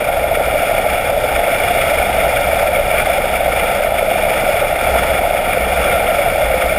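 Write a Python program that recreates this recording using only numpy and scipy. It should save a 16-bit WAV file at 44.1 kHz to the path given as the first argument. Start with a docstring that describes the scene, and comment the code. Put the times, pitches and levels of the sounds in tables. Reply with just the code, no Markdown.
"""A throbbing, gritty rattle over a low drone: a motor boat at a steady speed, heard under water
from a camera fixed to its hull. As the propeller turns, air pockets at the blades throb, and clouds
of tiny bubbles collapse (cavitation) and rattle the camera's housing. The engine drones through
the hull and the passing water rumbles. The camera holds each sample of a low sampling rate,
which mirrors the sound into a gritty treble."""
import sys
import numpy as np
from scipy import signal
from scipy.fft import rfft, irfft, next_fast_len
from scipy.io import wavfile
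from scipy.ndimage import uniform_filter1d

SR = 44100
rng = np.random.default_rng(int(sys.argv[2]) if len(sys.argv) > 2 else 0)


def dump(signal):
    """Clip the signal to [-1, 1] and save it as 16-bit WAV at the path in sys.argv[1]."""
    limited = np.clip(np.atleast_2d(signal).T, -1, 1)
    pcm = np.round(limited * 32767).astype(np.int16)
    wavfile.write(sys.argv[1], SR, pcm)


N = 298998

SHAFT_HZ = 12.95   # propeller turns per second
# The two blades: where it meets air/turns, rise of the air pockets/dB, chance of a throb,
# where it sheds bubbles/turns, rise of the bubbles/dB
BLADES = [(.2, 4.5, .5, 0.15, 1.9), (.82, 2.2, .2, .66, 3)]


def air_pockets(level_db):
    """Swirling water shakes the air pockets; wide swings lose energy, which evens out their loudness."""
    # Ringing of the pockets: f/Hz, width/Hz, relative level/dB
    rings = [(580.7, 67, -0.5), (682.3, 110, 0.5), (801.5, 143, -7), (511.4, 97, -9.5)]
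    swing = rms_one(sum(from_db(db) * resonate(rng.standard_normal(N), hz, width)
                        for hz, width, db in rings))
    power = uniform_filter1d(swing ** 2, int(0.023 * SR)) + 1e-9   # averaged over 23 ms
    evenness = 0.47   # 0 leaves the swings alone, 1 levels them
    return from_db(level_db) * rms_one(swing / power ** (evenness / 2))


def blade_throbs():
    """A blade that meets air may trap a large pocket. Gives rows of t/s, peak/dB, f/Hz, swell/s."""
    rows = []
    for turn in range(int(N / SR * SHAFT_HZ) + 1):
        for _ in [None]:
            for place, _, chance, _, _ in BLADES:
                luck, length = rng.random(2)
                late, loud, high = rng.uniform(-0.988, 1, 3)
                doublings = 1.54 * length ** 2   # how many times the shortest swell is doubled
                if luck < chance:
                    s = (turn + place + 0.1203 * late) / SHAFT_HZ
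                    db = -6.5 - 1.44 * doublings + 0.7 * loud   # long throbs are weaker
                    rows.append((s, db, 652 + 70 * high, 0.0035 * 2 ** doublings))
    return rows


def throbs(churn, takeover, hush_s):
    """One large pocket takes over from the churning, swells and dies away within a few swings."""
    # The throbs that stand out: start t/s, peak level/dB, f/Hz
    strong_throbs = [(0.371, -4, 573), (0.694, -6, 635), (1.24, -5, 584), (1.391, -4, 689),
                     (2.668, -6, 659), (3.071, -4, 684), (3.1, -6, 651), (3.255, -4, 654), (3.46, -4, 665),
                     (3.534, -6, 606), (3.848, -6, 665), (3.921, -5, 665), (4.026, -2, 587),
                     (5.308, -3, 670), (5.572, -3, 587), (6.357, -5, 694), (6.541, -4, 571)]
    rise_s = 0.0025
    strong = [(s + rise_s, db, hz, rise_s) for s, db, hz in strong_throbs]
    churn_gain, out = np.ones(N), np.zeros(N)
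    for s, db, hz, swell_s in blade_throbs() + strong:
        near, t = around(s)
        swell = np.exp(-(t / swell_s) ** 2)
        tone = np.sin(2 * np.pi * (hz * t + rng.random()))
        churn_gain[near] *= 1 - takeover * np.exp(-(t / (swell_s + hush_s)) ** 2)
        out[near] = (1 - swell) * out[near] + from_db(db) * swell * tone
    return churn_gain * churn + out


def cavitation(level_db, per_s):
    """The blades shed clouds of tiny bubbles; each one collapses with a click."""
    clicks = rng.random(N) < per_s / SR
    sizes = from_db(1.6 * np.minimum(rng.exponential(1, N), 4)) * rng.choice([-1, 1], N)
    clumps = from_db(1.17 * drift(rate_hz=22.5))
    return from_db(level_db) * rms_one(housing(clicks * sizes * clumps))


def cracks(extra_load_db, small_per_s, build_s, stop_s):
    """A whole cloud collapses in a chain that builds up and stops short; more often under load."""
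    # Collapses of large clouds: start t/s, strength/dB
    large = [(0.35, -6), (1.3574, -10), (1.682, -6), (1.8162, -4), (2.594, -6), (2.9995, -4), (3.5951, -7),
             (3.9842, -6), (4.5999, -8), (4.9825, -8), (5.5332, -7), (6.6193, -6)]
    happens = rng.random(N) < small_per_s * from_db(extra_load_db) ** 2 / SR
    small = [(s, -11) for s in clock()[happens]]
    power = np.zeros(N)
    for s, db in list(large) + small:
        near, t = around(s + 0.003)   # the peak comes 3 ms after the start
        power[near] += from_db(db + 3.5) ** 2 * np.exp(np.minimum(t / build_s, -t / stop_s))
    return housing(np.sqrt(power) * rng.standard_normal(N))


def housing(pulses):
    """Pulses ring in the hull and the camera's housing; where they land decides which pitches ring."""
    # Ringing of hull and housing: f/Hz, width/Hz, gain/dB
    rings = [(1375, 106, -5), (1381, 325, -1), (1840, 100, -1), (2239, 274, 4), (2339, 126, -7),
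             (2762, 196, -3.5), (3415, 536, -8), (3400, 200, -13), (4690, 1630, -18.5)]
    # Pitches where echoes in the hull cancel: f/Hz, width/Hz
    hollows = [(1030, 32), (2570, 29), (3120, 120), (3920, 290)]
    out = 0
    for hz, width, db in rings:
        landing = from_db(1.5 * drift(rate_hz=165))
        out += from_db(db) * resonate(pulses * landing, hz, width)
    for hz, width in hollows:
        out = signal.lfilter(*signal.iirnotch(hz, hz / width, fs=SR), out)
    return out


def engine(cycle_hz, unsteady_db):
    """Each four-stroke cycle brings two pressure thumps and a few knocks of uneven strength."""
    # Thumps of the firings: place/cycles, peak level/dB, half length/s
    firings = [(.21, -24, 0.0042), (0.746, -21.5, 0.0055)]
    # Knocks that ring in the hull: place/cycles, typical level/dB, f/Hz, decay/s
    knocks = [(0.113, -27.5, 139, 0.0094), (0.298, -24.5, 249, 0.0057), (0.87, -21, 116, 0.0035),
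              (.27, -24, 480, 0.012)]
    cycle, out = cycle_hz * clock(), 0
    for place, db, half_s in firings:
        t = ((cycle - place + .5) % 1 - .5) / cycle_hz
        out += from_db(db) * np.exp(-(t / half_s) ** 2)
    for place, db, hz, decay_s in knocks:
        t = (cycle - place) % 1 / cycle_hz
        strength = from_db(db + unsteady_db * drift(rate_hz=18))
        out += strength * np.exp(-t / decay_s) * np.sin(2 * np.pi * hz * t)
    return signal.sosfilt(signal.butter(1, 12, "high", fs=SR, output="sos"), out - out.mean())


def machinery(wander_s, waver_db):
    """Shaft, gears and hull hum with tones that share one slightly wandering speed."""
    # Tones of the hum: f/Hz, typical level/dB
    tones = [(25.9, -38), (52, -43.5), (56.7, -44.5), (123.2, -48.5), (184.8, -49), (200.1, -43.5),
             (277.1, -49), (439.2, -45), (510.9, -39), (523.5, -33), (569.9, -32.5)]
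    t = clock() + wander_s * drift(rate_hz=0.43)
    waver, out = drift(rate_hz=2.8), 0
    for hz, db in tones:
        gain = from_db(db + waver_db * np.roll(waver, rng.integers(N)))   # each tone swells on its own
        out += np.sqrt(2) * gain * np.sin(2 * np.pi * (hz * t + rng.random()))
    return out


def water_flow(level_db):
    """Water rushing past makes a low rumbling noise."""
    # Tone colour of the rumble: f/Hz, relative level/dB
    spectrum = [(12, -22), (22, -33), (40, -43), (80, 0), (125, -1.5), (180, -5.5), (250, -9), (350, -4),
                (450, -2), (1000, -15), (2000, -23)]
    points_hz, db = np.transpose(spectrum)
    rumble = shaped_noise(lambda hz: from_db(np.interp(np.log(hz + 1e-9), np.log(points_hz), db)))
    return from_db(level_db) * rumble


def hull_boom(level_db, hz, width_hz, evenness):
    """The wake keeps the hull swinging at one low pitch."""
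    swing = signal.hilbert(resonate(rng.standard_normal(next_fast_len(N)), hz, width_hz))[:N]
    loudness = np.abs(swing) + 1e-6
    return from_db(level_db) * rms_one(swing.real / loudness ** evenness)


def blade_rise(places, rises_db, spread_turns):
    """The level rises smoothly, in dB, as each blade comes round to its place in the turn."""
    turn = SHAFT_HZ * clock()
    return sum(db * np.exp(-(((turn - place + .5) % 1 - .5) / spread_turns) ** 2)
               for place, db in zip(places, rises_db))


def from_db(db):
    """Turn decibels into a gain."""
    return 10 ** (np.asarray(db) / 20)


def rms_one(x):
    """Scale to an average power of 1."""
    return x / np.sqrt(np.mean(x ** 2) + 1e-20)


def clock():
    """The time of every sample, in seconds."""
    return np.arange(N) / SR


def around(s):
    """The samples within 50 ms of a moment, and their times from it."""
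    middle, span = int(s * SR), SR // 20
    near = np.arange(max(middle - span, 0), min(middle + span, N))
    return near, near / SR - s


def shaped_noise(gain_at):
    """Noise of power 1, with each frequency weighted by gain_at(hz)."""
    size = next_fast_len(N)
    hz = np.arange(size // 2 + 1) * SR / size
    return rms_one(irfft(rfft(rng.standard_normal(size)) * gain_at(hz), size)[:N])


def drift(rate_hz):
    """A random wander of typical size 1, mostly slower than the given rate."""
    return shaped_noise(lambda hz: np.exp(-(hz / rate_hz) ** 2))


def resonate(x, hz, width_hz):
    """Keep one band of frequencies, so that the sound rings there."""
    edges = [max(hz - width_hz / 2, 20), hz + width_hz / 2]
    return signal.sosfilt(signal.butter(2, edges, "band", fs=SR, output="sos"), x + 1e-18)


def scene():
    """Propeller, engine and water as they reach the camera."""
    # Load on the propeller, as the base level of its bubbles: t/s, level/dB
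    load_curve = [(0.0, -24.5), (0.96, -21.5), (1.04, -23.5), (1.84, -19.5), (2.64, -21), (2.88, -23),
                  (2.96, -20), (3.44, -23.5), (3.6, -20.5), (4.08, -23), (4.4, -20.4), (4.72, -22),
                  (4.96, -19), (5.36, -23), (5.52, -22), (5.68, -22.5), (5.84, -20.2), (6.76, -23)]
    # Swelling of the hull's low boom: t/s, level/dB
    boom_curve = [(0.0, -40), (0.32, -28.5), (0.72, -37), (1.36, -30), (1.52, -40), (2.0, -29.5),
                  (3.28, -31), (4.8, -38), (4.96, -25), (5.44, -34.5), (5.68, -25), (6.24, -32.0),
                  (6.48, -25), (6.76, -32)]
    load_db = np.interp(clock(), *np.transpose(load_curve))
    boom_db = np.interp(clock(), *np.transpose(boom_curve))
    effort_db = load_db - load_db.mean()
    air_places, air_rises_db, _, cloud_places, cloud_rises_db = np.transpose(BLADES)
    pocket_db = -19.5 + 0.32 * effort_db + blade_rise(air_places, air_rises_db, spread_turns=0.19)
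    cloud_db = load_db + blade_rise(cloud_places, cloud_rises_db, spread_turns=0.15)
    gulps_db = 1.29 * drift(rate_hz=23)   # air reaches the blades unevenly
    churn = air_pockets(pocket_db + gulps_db)
    bubbles = cavitation(cloud_db - 0.96, per_s=16000)
    collapses = cracks(cloud_db - cloud_db.mean(), small_per_s=4.6, build_s=0.005, stop_s=0.00076)
    water = water_flow(-28 + 0.88 * effort_db)
    boom = hull_boom(boom_db - 0.3, hz=62.4, width_hz=14, evenness=0.22)
    motor = engine(cycle_hz=15.395, unsteady_db=3)
    hum = machinery(wander_s=0.00057, waver_db=3)
    hum *= from_db(0.27 * (boom_db - boom_db.mean()))   # swells with the boom: the hull carries both
    pockets = throbs(churn, takeover=0.55, hush_s=0.0039)
    return (pockets + bubbles + collapses + motor + hum + water + boom)[None]


def record(dry):
    """The camera rounds off peaks and holds each slow sample, which mirrors the sound into the treble."""
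    hold_hz, repeats, ceiling, cutoff_hz = 12000, 4, 0.92, 15280
    slow = signal.resample_poly(dry, hold_hz, SR, axis=1)
    slow = signal.sosfilt(signal.butter(1, 5700, fs=hold_hz, output="sos"), slow)
    rounded = slow / (1 + (slow / ceiling) ** 6) ** (1 / 6)
    steps = np.repeat(rounded, repeats, axis=1)
    held = signal.resample_poly(steps, SR, repeats * hold_hz, axis=1)[:, :N]
    return signal.sosfilt(signal.ellip(12, .1, 90, cutoff_hz, fs=SR, output="sos"), held)


dry = scene()
out = record(dry)
dump(out)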